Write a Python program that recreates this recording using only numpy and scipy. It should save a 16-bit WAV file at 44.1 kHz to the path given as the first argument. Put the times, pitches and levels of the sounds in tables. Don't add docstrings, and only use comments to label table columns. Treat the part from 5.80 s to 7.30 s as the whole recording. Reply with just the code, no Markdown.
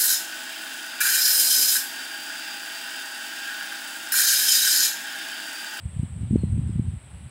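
import sys
import numpy as np
from scipy import signal
from scipy.fft import rfft, irfft
from scipy.io import wavfile
from scipy.ndimage import uniform_filter1d

SR = 44100
rng = np.random.default_rng(int(sys.argv[2]) if len(sys.argv) > 2 else 0)


def pcm_store(signal):
    levels = np.round(np.clip(np.atleast_2d(signal), -1, 1) * 32767)
    wavfile.write(sys.argv[1], SR, levels.astype(np.int16).T)


N = 66150
TIME = np.arange(N) / SR


def from_db(db):
    return 10 ** (np.asarray(db) / 20)


def rms_one(x):
    return x / np.sqrt(np.mean(x ** 2) + 1e-20)


def envelope(points):
    return np.interp(TIME, *np.transpose(points))


def drift(rate_hz):
    hop, run_in = 40, 2000
    pole = np.exp(-2 * np.pi * hop * rate_hz / SR)
    white = rng.standard_normal(N // hop + run_in + 2)
    slow = signal.lfilter([1], [1, -2 * pole, pole * pole], white)[run_in:]
    return np.interp(np.arange(N) / hop, np.arange(len(slow)), rms_one(slow))


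def noise(spectrum):
    hz, db = np.transpose(spectrum)
    bins_hz = np.fft.rfftfreq(N, 1 / SR) + 1
    colour = from_db(np.interp(np.log(bins_hz), np.log(hz), db))
    roll_off = np.minimum(bins_hz / hz[0], 1) ** 2
    return rms_one(irfft(rfft(rng.standard_normal(N)) * colour * roll_off, N))


def levelled(x, window=1500):
    power = uniform_filter1d(uniform_filter1d(x ** 2, window), window)
    return x / np.sqrt(power + 1e-9)


def turbulence():
    # (time [s], level [dB])
    gust = [(0, -47), (.045, -38), (.095, -40.5), (.18, -35.5), (.245, -33.5), (.275, -40), (.42, -28),
            (.48, -33), (.53, -26.5), (.67, -28), (.73, -25), (.83, -27), (.88, -29.5), (.925, -33.5),
            (.95, -29), (1.08, -29.5), (1.165, -33.5), (1.195, -50.5), (1.33, -43), (1.46, -39),
            (1.5, -49.5)]
    # (frequency [Hz], relative level [dB])
    rumble_spectrum = [(20, -36), (40, -35), (52, -49), (66, -2.5), (90, 1), (125, -4), (175, -11.5),
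                       (240, -35.5), (400, -48.5), (800, -54.5)]
    # (frequency [Hz], relative level [dB])
    churn_spectrum = [(60, -35), (130, 0), (205, 5), (290, -8.5), (380, -21), (500, -31), (900, -49)]
    full_gust_db, full_churn_db, churn_growth = -23, -32.5, 1.278
    gust_db = envelope(gust)
    churn_db = full_churn_db + churn_growth * (gust_db - full_gust_db)
    lumps = from_db(2 * drift(rate_hz=17))
    rumble = from_db(gust_db) * levelled(noise(rumble_spectrum))
    churn = from_db(churn_db) * levelled(noise(churn_spectrum))
    high_cut = signal.butter(4, 960, fs=SR, output="sos")
    return signal.sosfilt(high_cut, (rumble + churn) * lumps)


def rustling_plants():
    # (frequency [Hz], relative level [dB])
    spectrum = [(100, 2.5), (280, 6.5), (450, 3), (750, 4.5), (1100, 1), (2000, 0), (2900, -0.5),
                (3800, -5.5), (5000, -13.5), (6300, -19.5), (9000, -13), (12500, -27), (15300, -22)]
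    # (time [s], level [dB])
    swell = [(0, -55), (.27, -55), (.42, -55), (.75, -56.5), (.92, -55), (1.1, -56), (1.35, -55.5),
             (1.5, -55.5)]
    flutter_db = 0.8 * drift(rate_hz=6.5)
    return from_db(envelope(swell) + flutter_db) * noise(spectrum)


def insect_chorus():
    # (frequency [Hz], relative level [dB])
    spectrum = [(6500, -74), (7100, -22), (7500, -7), (7850, 1), (8200, 2), (8600, 2.5), (9000, -4),
                (9300, -8), (9650, -29), (11500, -36)]
    # (time [s], level [dB])
    swell = [(0, -56.5), (.11, -53), (.35, -55), (.6, -55), (.8, -56), (1.0, -58), (1.5, -58)]
    shimmer_db = 1.07 * drift(rate_hz=28)
    return from_db(envelope(swell) + shimmer_db) * noise(spectrum)


def wing_buzz(strokes_per_s, pitch_hz, haze_width_hz):
    half_width_s, jitter_s, spread_db = .0016, .00022, 0.7
    scatter_hz, sweep_hz_per_s = 49.7, -120000
    count = int(N / SR * strokes_per_s) + 2
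    pings = np.zeros(N)
    for k, (late, strength, detune, phase) in enumerate(rng.standard_normal((256, 4))[:count]):
        since = TIME - k / strokes_per_s - jitter_s * late
        near = np.abs(since) < .006
        t = since[near]
        cycles = (pitch_hz + scatter_hz * detune + .5 * sweep_hz_per_s * t) * t
        shape = from_db(spread_db * strength) * np.exp(-.5 * (t / half_width_s) ** 2)
        pings[near] += shape * np.sin(2 * np.pi * (cycles + phase))
    edges_hz = [pitch_hz - haze_width_hz / 2, pitch_hz + haze_width_hz / 2]
    band = signal.butter(2, edges_hz, "band", fs=SR, output="sos")
    haze = from_db(-7) * rms_one(signal.sosfilt(band, rng.standard_normal(N)))
    return rms_one(rms_one(pings) + haze)


def near_insects():
    # (time [s], level [dB])
    low_swell = [(0, -73.5), (.27, -69.5), (.48, -75.5), (.65, -74.5), (.69, -70), (.8, -71), (.98, -74),
                 (1.25, -71), (1.31, -66.5), (1.5, -64.5)]
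    # (time [s], level [dB])
    high_swell = [(0, -73), (.3, -78), (.5, -79), (.58, -75), (.8, -86), (1.05, -78), (1.22, -72.5),
                  (1.5, -73)]
    low = wing_buzz(strokes_per_s=116.4, pitch_hz=10220, haze_width_hz=360)
    high = wing_buzz(strokes_per_s=124.6, pitch_hz=10760, haze_width_hz=470)
    return from_db(envelope(low_swell)) * low + from_db(envelope(high_swell)) * high


def push_pull(u):
    return -u * np.exp(.5 - .5 * u ** 2)


def eddy_thumps():
    # (time [s], level before the low cut [dB], half width [s])
    eddies = [(0.057, -18.5, 0.0024), (0.166, -21, 0.0021), (.196, -14.5, 0.002), (0.233, -16, .0014),
              (.246, -29, 0.0015), (0.33, -25.5, 0.0021), (0.433, -20, 0.0017), (0.444, -24, 0.002),
              (0.51, -15, 0.0012), (.533, -21.5, .001), (0.559, -7, 0.00088), (.636, -17.5, 0.00083),
              (.641, -13, 0.0017), (0.702, -19.5, 0.0037), (.724, -15, 0.0023), (.733, -22, .0013),
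              (0.781, -21, 0.0012), (0.794, -12, 0.002), (.895, -21.5, 0.0011), (0.905, -17.5, 0.002),
              (0.959, -13.5, .0018), (.996, -10.5, 0.0013), (1.085, -16, 0.0024), (1.167, -22.5, 0.0031),
              (1.348, -30, 0.0032), (1.46, -30, 0.0019)]
    pressure = np.zeros(N)
    for at_s, db, half_width_s in eddies:
        u = (TIME - at_s) / half_width_s
        tight_core = from_db(-24.5) * push_pull(2.05 * u)
        pressure += from_db(db) * (push_pull(u) + tight_core)
    low_cut = signal.butter(3, 71.3, "high", fs=SR, output="sos")
    return signal.sosfilt(low_cut, pressure)


def far_bird():
    # (time [s], length [s], start pitch [Hz], end pitch [Hz], level before fading [dB])
    notes = [(.468, .03, 3200, 4100, -57), (.578, .135, 4295, 4020, -59), (.875, .09, 5190, 5060, -71)]
    ramp_s, fade_db = .009, 11
    waver_hz = 10 * drift(rate_hz=120)
    calls = np.zeros(N)
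    for at_s, length_s, start_hz, end_hz, db in notes:
        along = np.clip((TIME - at_s) / length_s, 0, 1)
        gate = np.clip(np.minimum(along, 1 - along) * length_s / ramp_s, 0, 1)
        pitch_hz = start_hz + (end_hz - start_hz) * along + waver_hz
        whistle = np.sin(2 * np.pi * np.cumsum(pitch_hz) / SR)
        calls += gate * from_db(db - fade_db * along) * whistle
    return calls


def edge_flutter():
    at_s, half_width_s = .537, .0079
    swell = np.exp(-.5 * ((TIME - at_s) / half_width_s) ** 2)
    shedding_hz = 205 * (1 + .06 * drift(rate_hz=79))
    return from_db(-13.5) * swell * np.sin(2 * np.pi * np.cumsum(shedding_hz) / SR)


def scene():
    insects = insect_chorus() + near_insects()
    wind = turbulence() + eddy_thumps()
    return (wind + rustling_plants() + insects + far_bird() + edge_flutter())[None]


def record(dry):
    cutoff_hz = 15630
    return signal.sosfilt(signal.ellip(12, .1, 80, cutoff_hz, fs=SR, output="sos"), dry)


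dry = scene()
out = record(dry)
pcm_store(out)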